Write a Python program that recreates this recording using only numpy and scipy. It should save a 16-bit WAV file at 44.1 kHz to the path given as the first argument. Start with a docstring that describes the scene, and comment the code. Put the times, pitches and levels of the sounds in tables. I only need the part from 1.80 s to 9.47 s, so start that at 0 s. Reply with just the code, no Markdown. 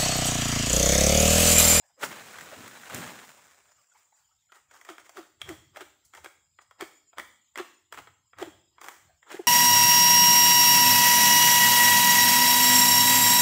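"""Palm frond and pole sickle in a grove

A cut palm frond tears loose, slides down the trunk and crashes into the undergrowth in a shower of snaps.
A sickle on a long pole is then worked among the stalks: noise runs scrape, short bursts click on wood and
steel, and sagging tones knock in the hollow pole. The grove scatters these sounds into a short noise tail.
Far-off air, foliage and insects are bands of wavering noise. One microphone channel takes it all in."""
import sys
import numpy as np
from scipy import signal
from scipy.fft import rfft, irfft, next_fast_len
from scipy.io import wavfile
from scipy.ndimage import uniform_filter1d

SR = 44100
rng = np.random.default_rng(int(sys.argv[2]) if len(sys.argv) > 2 else 0)


def materialize(psi):
    """Save the field psi as 16-bit PCM at rate SR to the path in sys.argv[1].

    A 1-D psi becomes a single channel; in a 2-D psi each row is a channel.
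    """
    bounded = np.clip(np.atleast_2d(psi).T, -1, 1)
    quanta = np.round(bounded * 32767).astype(np.int16)
    wavfile.write(sys.argv[1], SR, quanta)


N = 338247
TIME = np.arange(N) / SR


def undb(db):
    """Decibels to gain."""
    return 10 ** (np.asarray(db) / 20)


def unit(x):
    """Scale to rms 1."""
    return x / np.sqrt(np.mean(x ** 2))


def colour(x, points):
    """Causal minimum-phase filter through (Hz, dB) points; white noise keeps its power."""
    hz, db = np.transpose(points)
    size = next_fast_len(len(x) + 4096, real=True)
    f = np.maximum(np.fft.rfftfreq(size, 1 / SR), 1)
    # beyond the outer points the response falls with the square of the frequency ratio
    outside = np.maximum(f / hz[-1], 1) * np.maximum(hz[0] / f, 1)
    gain_db = np.interp(np.log(f), np.log(hz), db) - 40 * np.log10(outside)
    gain = unit(undb(gain_db))
    # folding the cepstrum forward in time gives the minimum phase
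    cepstrum = irfft(np.log(gain), size)
    cepstrum[1:size // 2] *= 2
    cepstrum[size // 2 + 1:] = 0
    response = np.exp(rfft(cepstrum))
    return irfft(rfft(x, size) * response, size)[:len(x)]


def resonate(x, hz, width_hz):
    """One resonance, gain 1 at its centre."""
    return signal.lfilter(*signal.iirpeak(hz, hz / width_hz, fs=SR), x)


def walk(rate):
    """Random wander in straight ramps, spread near 1, with `rate` new targets a second."""
    k = int(SR / rate)
    steps = np.repeat(rng.standard_normal(N // k + 1), k)
    return 1.3 * uniform_filter1d(steps, k)[:N]


def swell(at, rise, fall):
    """An envelope that climbs to 1 at its moment and dies away exponentially."""
    before = (np.maximum(at - TIME, 0) / rise) ** 1.3
    after = (TIME - at) / fall
    return np.exp(-np.where(TIME < at, before, after).clip(0, 30))


def crackle(rate, spread_db):
    """Tiny snaps of random size at random moments, `rate` a second on average, at rms 1."""
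    sizes = undb(spread_db * np.minimum(rng.exponential(size=N), 4))
    return unit((rng.random(N) < rate / SR) * sizes * rng.standard_normal(N))


def flutter(x, depth_db, size=5):
    """Leaflets and fibres of many sizes take turns, so each narrow band comes and goes on its own."""
    bands = signal.stft(x, nperseg=256)[2]
    chance = uniform_filter1d(rng.standard_normal(bands.shape), size, axis=1)
    chance = uniform_filter1d(chance, 2, axis=0)
    gain = unit(undb(depth_db * unit(chance)))
    return signal.istft(bands * gain)[1][:len(x)]


def add(out, at, sound):
    """Mix a short sound in at its time."""
    i = int(at * SR)
    out[i:i + len(sound)] += sound[:N - i]


# Tone of the far air and foliage: (frequency [Hz], relative level per Hz [dB])
FAR_TONE = [(25, -17.5), (80, 1.5), (130, -5.5), (220, -14), (430, -20), (560, -18), (900, -10),
            (1500, -16), (3500, -11), (8000, -20), (11000, -21), (13500, -18), (15200, -17)]
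FAR_DB = -71.5
# Steady insects: (frequency [Hz], nominal bandwidth [Hz], level before waver [dB], waver [dB])
INSECTS = [(5075, 98, -87, 3), (6450, 26, -89.5, 5), (7010, 47, -77.5, 3.5), (7520, 260, -75.5, 1.8)]


def background(waver_db=1, flutter_db=3):
    """Far-off air and foliage, and narrow noise bands of insect buzz with a quick ripple."""
    air = flutter(colour(rng.standard_normal(N), FAR_TONE), flutter_db, size=25)
    out = air * undb(FAR_DB + waver_db * walk(4.3))
    for hz, width_hz, db, swing_db in INSECTS:
        buzz = resonate(resonate(rng.standard_normal(N), hz, 2 * width_hz), hz, 2 * width_hz)
        ripple = walk(1.8) / 2 + walk(45)
        out += unit(buzz) * undb(db + swing_db * ripple)
    return out


# Bouts of one trilling insect: (middle [s], peak level [dB], length between 1/e points [s])
TRILL_BOUTS = [(0.1, -77.5, 0.27), (1.98, -86, 0.22), (4.807, -80.5, 0.44), (5.31, -79, 0.3),
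               (6.52, -82, 0.33), (6.92, -78.5, 0.27)]
TRILL_HZ = 5030


def trills(width_hz=130):
    """A narrow band of noise makes a thin buzzing tone that swells and stops."""
    buzz = resonate(resonate(rng.standard_normal(N), TRILL_HZ, width_hz), TRILL_HZ, width_hz)
    bouts = sum(undb(db) * np.exp(-np.square(2 * (TIME - at) / length)) for at, db, length in TRILL_BOUTS)
    return unit(buzz) * bouts


# Scatter from the grove: (band centre [Hz], relative level [dB], 60 dB decay time [s])
GROVE_BANDS = [(100, -16.5, .45), (220, -6.5, 0.81), (403, -11.5, 0.6), (710, -10, 0.48),
               (1670, -9.5, 0.48), (3206, -7.5, 0.63), (7140, -3.5, 0.68), (14130, -3, 0.63)]


def echoes(build_s=0.0043):
    """Trunks and leaves return a dense, smooth tail with its own decay in each band."""
    t = TIME[:SR]
    noise = rfft(rng.standard_normal(SR))
    log_hz = np.log(np.arange(SR // 2 + 1) + 1)
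    centres = np.log(np.array(GROVE_BANDS)[:, 0])
    tail = 0
    for weights, (hz, db, t60) in zip(np.eye(len(GROVE_BANDS)), GROVE_BANDS):
        band = irfft(noise * np.interp(log_hz, centres, weights), SR)
        shape = np.exp(-np.log(1000) * t / t60) * (1 - np.exp(-t / build_s))
        tail = tail + undb(db) * band * shape / np.linalg.norm(shape)
    return tail


def grove(x, sway_rate=25, count=4):
    """The foliage moves, so the sound drifts between different sets of echo paths."""
    shares = np.array([walk(sway_rate) for _ in range(count)])
    shares /= np.linalg.norm(shares, axis=0)  # constant total power
    return sum(share * signal.fftconvolve(x, echoes())[:N] for share in shares)


# Dull bumps as the weight shifts: (peak time [s], level before the common trim [dB])
BUMPS = [(3.691, -46.5), (5.01, -69.5), (6.2, -57.5), (6.639, -52.5), (7.26, -65)]
# Tone of the bumps: (frequency [Hz], relative level per Hz [dB])
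BUMP_TONE = [(25, -39), (55, -16), (90, 1), (125, -4.5), (190, -13), (400, -44.5)]
BUMP_RISE_S, BUMP_FALL_S = 0.044, 0.096


def bumps(trim_db=-4):
    """Shifting weight gives soft low thuds: swells of dark noise."""
    force = sum(undb(db + trim_db) * swell(at, BUMP_RISE_S, BUMP_FALL_S) for at, db in BUMPS)
    return force * colour(rng.standard_normal(N), BUMP_TONE)


# Stalks settling and brushing: (peak time [s], pitch [Hz], nominal amplitude [dB], width [s])
TAPS = [(.045, 728, -62, 0.016), (.107, 840, -63, 0.0077), (.192, 500, -54, 0.011), (.733, 610, -39, 0.011),
        (1.992, 1187, -63, 0.012), (2.122, 1480, -57.5, 0.0043), (2.16, 967, -55, 0.0069),
        (2.328, 902, -56.5, 0.0043), (2.522, 1273, -67, 0.008), (2.7, 1360, -59, .005),
        (7.305, 713, -59, .015)]
# Tone of the leaflets, also in the frond: (frequency [Hz], relative level per Hz [dB])
LEAF_TONE = [(200, -13.5), (330, -5.5), (550, 1), (900, 1), (1500, 2.5), (2200, -0.5), (3000, -5),
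             (4200, -7.5), (5500, -34.5)]
TAP_OVERTONE = 2.2  # multiple of the pitch


def taps(width_hz=130, overtone_db=-8, brush_db=-9):
    """A soft touch stirs only the low resonances of a stalk."""
    out, t = np.zeros(N), TIME[:SR // 12] - .035
    for at, hz, db, width in TAPS:
        noise = rng.standard_normal(len(t))
        low, high = (unit(resonate(resonate(noise, f, 2 * width_hz), f, 2 * width_hz))
                     for f in (hz, TAP_OVERTONE * hz))
        brush = colour(noise, LEAF_TONE)
        tap = low + undb(overtone_db) * high + undb(brush_db) * brush
        tap = tap * np.exp(-(t / width) ** 2 / 2)
        rms = tap[abs(t) < width].std()
        add(out, at + t[0], undb(db) * tap / (2 * rms))
    return out


# The stalk tears off, bumps the trunk twice, hits the ground: (peak time [s], level before trim [dB])
THUDS = [(.25, -47.5), (.635, -57), (.785, -50.5), (1.15, -39.5)]
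# Tone of the heavy stalk: (frequency [Hz], relative level per Hz [dB])
THUD_TONE = [(25, -24.5), (50, -29.5), (90, -6), (160, -2.5), (240, 0), (400, -9)]
# Hiss of leaflet tips, also in rip, scrapes and clicks: (frequency [Hz], relative level per Hz [dB])
HISS_TONE = [(3500, -25.5), (4600, -4), (6200, -2), (7300, 1), (8400, -2.5), (11300, -10.5), (13500, -9.5),
             (15200, -4)]
THUD_RISE_S, THUD_FALL_S = 0.017, 0.096
# the frond slides down the trunk, lands, and its leaflets come to rest (levels before the trims)
SLIDE_S, SLIDE_DB, SLIDE_DB_PER_S, SLIDE_ATTACK_S = 0.23, -46, -3.5, .04  # attack ends at SLIDE_S
LANDS_S, CRASH_DB, CRASH_RISE_S, CRASH_FALL_S = 1.18, -38.5, 0.052, 0.1
SETTLE_DB_PER_S = -21.5
# the hiss of the tips grows more slowly than the rustle: dB at the slide level, dB per dB of rustle
TIPS_DB, TIPS_SLOPE = -51, 0.71


def frond(leaf_db=-1.5, hiss_db=-2, thud_db=-1, drag_db=-19, patchy_db=-1.5, flutter_db=1.5,
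          lone_db=-4, thinning_s=0.31):
    """Leaflets brush and snap in a dense shower while the heavy stalk thuds down."""
    sliding = np.clip((TIME - SLIDE_S) / SLIDE_ATTACK_S + 1, 0, 1)
    landed_s = np.maximum(TIME - LANDS_S, 0)
    slide_db = SLIDE_DB + SLIDE_DB_PER_S * (TIME - SLIDE_S) + SETTLE_DB_PER_S * landed_s
    crash = undb(CRASH_DB) * swell(LANDS_S, CRASH_RISE_S, CRASH_FALL_S)
    rustle = sliding * undb(slide_db) + crash
    hiss = undb(TIPS_DB) * (rustle / undb(SLIDE_DB)) ** TIPS_SLOPE
    thud = undb(drag_db) * rustle
    thud = thud + sum(undb(db) * swell(at, THUD_RISE_S, THUD_FALL_S) for at, db in THUDS)
    # after the landing the lone ticks stand out more against the dense shower
    settled = np.clip(landed_s / thinning_s, .3, 1)
    shower = crackle(rate=7000, spread_db=-1)
    ticks = crackle(rate=230, spread_db=-2.0)
    snaps = shower + settled * undb(lone_db) * ticks
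    leaves = flutter(colour(snaps, LEAF_TONE), flutter_db) * rustle * undb(leaf_db + patchy_db * walk(60))
    tips = colour(snaps + 0.38 * rng.standard_normal(N), HISS_TONE) * hiss * undb(hiss_db)
    stalk = colour(rng.standard_normal(N), THUD_TONE) * thud * undb(thud_db)
    return leaves + tips + stalk


# The stalk fibres rip through: (peak time [s], burst level [dB], width [s], resonance [Hz])
RIP = (.2355, -25.5, .0058, 1380)
# Tone of rubbing fibres, also in the scrapes: (frequency [Hz], relative level per Hz [dB])
FIBRE_TONE = [(120, -24.5), (330, 2), (600, 0.5), (1000, 1), (1350, 2), (1650, 0), (2000, -2), (2700, -8),
              (3300, -8), (4300, -14), (6000, -38.5)]


def rip(width_hz=260, crunch_db=1, hiss_db=-9, splinter_db=-36.0, lag_s=0.013, rise_s=0.023, fall_s=0.015):
    """The last fibres part in one dense burst that rings the stalk; bright splinters peak just after it."""
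    at, db, width, hz = RIP
    snaps = crackle(rate=55000, spread_db=2.5)  # rate above SR: a snap on every sample
    force = np.exp(-((TIME - at) / width) ** 2 / 2)
    burst = unit(resonate(snaps, hz, width_hz))
    burst = burst + undb(crunch_db) * colour(snaps, FIBRE_TONE) + undb(hiss_db) * colour(snaps, HISS_TONE)
    burst_rms = np.sqrt(np.average(burst ** 2, weights=force))
    fibres = crackle(rate=6400, spread_db=-1.0)
    splinters = colour(fibres, FIBRE_TONE) + colour(fibres, HISS_TONE)
    splinters = splinters * undb(splinter_db) * swell(at + lag_s, rise_s, fall_s)
    return undb(db) * force * burst / burst_rms + splinters


# Fibre runs, from faint leaf brushes to sickle shoves: (peak time [s], level [dB], rise plus fall [s])
SCRAPES = [(.06, -71, .12), (0.317, -38.5, 0.026), (2.18, -67.5, .11), (2.385, -68, 0.072),
           (2.757, -58, 0.055), (2.954, -55, 0.074), (3.099, -46.5, 0.051), (3.201, -57, .025),
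           (3.261, -56.5, 0.035), (3.38, -46, 0.058), (3.613, -58, 0.024), (3.702, -45.5, 0.066),
           (3.968, -48, 0.034), (4.015, -42.5, 0.02), (4.37, -54, 0.051), (4.454, -47.5, 0.029),
           (4.818, -58, .022), (5.018, -39, 0.032), (5.395, -42, 0.03), (5.789, -35.5, 0.029),
           (6.144, -46.5, 0.027), (6.188, -41, 0.018), (6.615, -40.5, 0.048), (7.043, -52, 0.041),
           (7.092, -53, 0.13), (7.529, -43, 0.077)]
SCRAPE_RISE_SHARE = 0.44  # of the length; the rest is the fall
# a light brush is bright, a hard shove woody: treble dB at the reference level, that level, dB per dB
SCRAPE_TREBLE_DB, SCRAPE_REFERENCE_DB, SCRAPE_TREBLE_SLOPE = -7.5, -46.5, -0.46
# only a hard shove stirs the low wood: its upper edge in Hz, bass dB per dB under the reference
SCRAPE_BASS_HZ, SCRAPE_BASS_SLOPE = 700, .5


def scrapes(body_db=0, treble_db=-1, flutter_db=2.5, coarse_db=-7):
    """Fibres catch and let go in quick runs of small snaps, with a few coarser ones among them."""
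    bass, body, treble = np.zeros((3, N))
    for at, db, length in SCRAPES:
        force = undb(db) * swell(at, SCRAPE_RISE_SHARE * length, (1 - SCRAPE_RISE_SHARE) * length)
        effort_db = db - SCRAPE_REFERENCE_DB
        bass += force * undb(SCRAPE_BASS_SLOPE * min(effort_db, 0))
        body += force
        treble += force * undb(SCRAPE_TREBLE_DB + SCRAPE_TREBLE_SLOPE * effort_db)
    fine = crackle(rate=7700, spread_db=2.0)
    coarse = crackle(rate=220, spread_db=-1.0)
    snaps = fine + undb(coarse_db) * coarse
    wood = flutter(colour(snaps, FIBRE_TONE), flutter_db, size=9)
    low = signal.sosfiltfilt(signal.butter(2, SCRAPE_BASS_HZ, fs=SR, output="sos"), wood)
    rubbing = (low * bass + (wood - low) * body) * undb(body_db)
    return rubbing + colour(snaps, HISS_TONE) * treble * undb(treble_db)


# Hollow knocks: (peak time [s], pitch at the peak before wobble [Hz], amplitude before modes [dB],
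# rise plus fall [s])
KNOCKS = [(3.105, 351, -38, 0.025), (3.39, 360, -34.5, 0.025), (3.707, 340.5, -31.5, 0.031),
          (4.021, 372.4, -39.5, 0.018), (4.465, 364, -44.5, 0.015), (5.027, 358.8, -24.5, 0.0088),
          (5.805, 373, -25, 0.013), (6.626, 361.2, -24, 0.015), (6.681, 330.7, -34, 0.013),
          (7.547, 363.5, -28.5, .008), (7.599, 384, -23.5, 0.011)]
# Modes of the pole: (multiple of the pitch [ratio], relative level [dB])
POLE_MODES = [(0.999, -3), (2.029, -16.5)]
KNOCK_RISE_SHARE = 0.35  # of the length; the rest is the fall


def knocks(knock_db=0, sag=0.0829, sag_s=0.0043, rough=0.053, wobble=0.041):
    """The pole rings hollow under a shove; the pitch sags as the push lets go."""
    out, t = np.zeros(N), TIME[:SR // 5] - .05
    for at, hz, db, length in KNOCKS:
        rise, fall = KNOCK_RISE_SHARE * length, (1 - KNOCK_RISE_SHARE) * length
        grip = unit(uniform_filter1d(rng.standard_normal((2, len(t))), SR // 400))
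        pitch = hz * (1 - sag * np.tanh(t / sag_s) + wobble * grip[0])
        phase = 2 * np.pi * np.cumsum(pitch) / SR
        shape = np.where(t < 0, np.exp(-(t / rise) ** 2 / 2), np.exp(-abs(t) / fall))
        shape = shape * (1 + rough * grip[1])
        ring = sum(undb(mode_db) * np.sin(k * phase) for k, mode_db in POLE_MODES)
        add(out, at + t[0], undb(db + knock_db) * shape * ring)
    return out


# Blade, pole and falling frond hit stalks: (time [s], stalk resonance [Hz], crack level [dB],
# treble relative to the crack [dB])
CLICKS = [(.585, 1540, -41.5, -9), (.609, 1810, -43.5, -5), (.877, 1940, -47.5, -1.5),
          (1.033, 1400, -45, -24), (1.098, 1310, -41, -8.5), (1.145, 1000, -45.5, 10.5),
          (2.72, 1420, -50.5, -9.5), (2.911, 1600, -55, -5), (3.012, 2020, -51.5, -6.5),
          (3.049, 1960, -52, -3), (3.089, 1290, -41, -15), (3.181, 1440, -46, -12), (3.293, 675, -50.5, -2),
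          (3.37, 1460, -44, -10), (3.616, 2480, -40.5, -5), (3.69, 1760, -40, -5), (3.96, 1510, -47.5, -23),
          (3.97, 650, -41, -12), (4.007, 1450, -44.5, -7), (4.249, 2250, -77, 19), (4.336, 1470, -49, -10),
          (4.349, 1780, -48, -5.5), (4.374, 880, -50, -15), (4.445, 940, -45, -4.5),
          (4.459, 1520, -42, -16), (4.788, 1200, -49.5, -18), (4.91, 1170, -52.5, -10.5),
          (5.009, 1810, -36.5, -7), (5.331, 653, -56, -16.5), (5.372, 1400, -49, -21),
          (5.3831, 1270, -35, -10.5), (5.3971, 1870, -36.5, -12), (5.757, 2010, -38.5, -12.5),
          (5.775, 2030, -39, -5), (6.124, 1230, -40, -6.5), (6.174, 1220, -41.5, -17),
          (6.272, 1360, -49, -19), (6.532, 1270, -53, -40), (6.585, 1380, -46.5, -6.5),
          (6.626, 594, -35, -13), (6.982, 1070, -51.5, -30), (7.014, 1240, -44.5, -5.5),
          (7.042, 1170, -46, -6), (7.084, 1110, -39, -7.5), (7.428, 1860, -55.5, -16),
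          (7.502, 1220, -49, -12), (7.518, 2250, -48, 1), (7.567, 1940, -47, -13)]
# Tone of the woody crack: (frequency [Hz], relative level per Hz [dB])
CLICK_TONE = [(150, -21.5), (400, 1), (700, 4.5), (1000, 4), (1400, 5.5), (1700, 3), (2050, 6),
              (2700, -3.5), (3800, -10.5), (5500, -26)]
BLADE_HZ, BLADE_WIDTH_HZ = 3280, 130
# the harder the contact, the shorter: decay at the reference level, halved for each step up in dB
CLICK_DECAY_S, CLICK_REFERENCE_DB, CLICK_HALVING_DB = 0.0049, -43, 15.5
# once the steel is struck squarely and rings out
CLANG_S, CLANG_DB = 3.616, -37.5


def clicks(body_db=0, treble_db=0, ring_db=-12, snap=0.7, attack_s=0.00024, stalk_width_hz=260, stalk_db=-2):
    """A hard contact: a woody crack that rings the stalk, a bright snap and a brief ring of the steel blade."""
    out, t = np.zeros(N), TIME[:SR // 20]
    head = int(.008 * SR)  # each part's level holds over these first 8 ms
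    onset = 1 - np.exp(-t / attack_s)
    blade = onset * np.exp(-np.pi * BLADE_WIDTH_HZ * t) * np.sin(2 * np.pi * BLADE_HZ * t)
    for at, hz, db, bright_db in CLICKS:
        noise = rng.standard_normal(len(t)) * onset
        decay = CLICK_DECAY_S * 2 ** ((CLICK_REFERENCE_DB - db) / CLICK_HALVING_DB)
        crack = unit(colour(noise * np.exp(-t / decay), CLICK_TONE))
        woody = crack + undb(stalk_db) * unit(resonate(crack, hz, stalk_width_hz))
        bright = colour(noise * np.exp(-t / (snap * decay)), HISS_TONE)
        parts = [(woody, body_db), (bright, bright_db + treble_db), (blade, ring_db)]
        add(out, at, sum(part * undb(db + part_db) / part[:head].std() for part, part_db in parts))
    add(out, CLANG_S, blade * undb(CLANG_DB) / blade[:head].std())
    return out


def scene(frond_wet_db=-9, rip_wet_db=-5, knock_wet_db=-9):
    """Frond, rip, wood and pole sound into the grove; bumps, background and trills stay unscattered."""
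    leaves, tear, wood, hollow = frond(), rip(), scrapes() + clicks() + taps(), knocks()
    sent = wood + undb(frond_wet_db) * leaves + undb(rip_wet_db) * tear + undb(knock_wet_db) * hollow
    scatter = grove(sent)
    return (leaves + tear + wood + hollow + scatter + bumps() + background() + trills())[None]


def suppress(x, threshold_db=-110, floor_db=-12, release_s=0.025, steepness=0.95):
    """Noise suppressor: turns down each narrow band whose power per Hz is low; opens fast, closes slowly."""
    bands = signal.stft(x, SR, nperseg=512, scaling="psd")[2]
    power = uniform_filter1d(np.abs(bands) ** 2, size=3, axis=-1).clip(0)
    keep = np.exp(-256 / SR / release_s)  # one step is 256 samples
    power = np.maximum(power, signal.lfilter([1 - keep], [1, -keep], power))
    excess = (power / undb(threshold_db) ** 2) ** steepness
    gain = np.maximum(excess / (1 + excess), undb(floor_db))
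    return signal.istft(bands * gain, SR, nperseg=512, scaling="psd")[1][:, :N]


def record(dry, low_cut_hz=45, top_hz=15600):
    """The recorder behind the microphone thins the bass, quietens the faintest sounds and cuts the top."""
    thinned = signal.sosfilt(signal.butter(2, low_cut_hz, "high", fs=SR, output="sos"), dry)
    quietened = suppress(thinned)
    return signal.sosfilt(signal.ellip(10, .2, 70, top_hz, fs=SR, output="sos"), quietened)


dry = scene()
out = record(dry)
materialize(out)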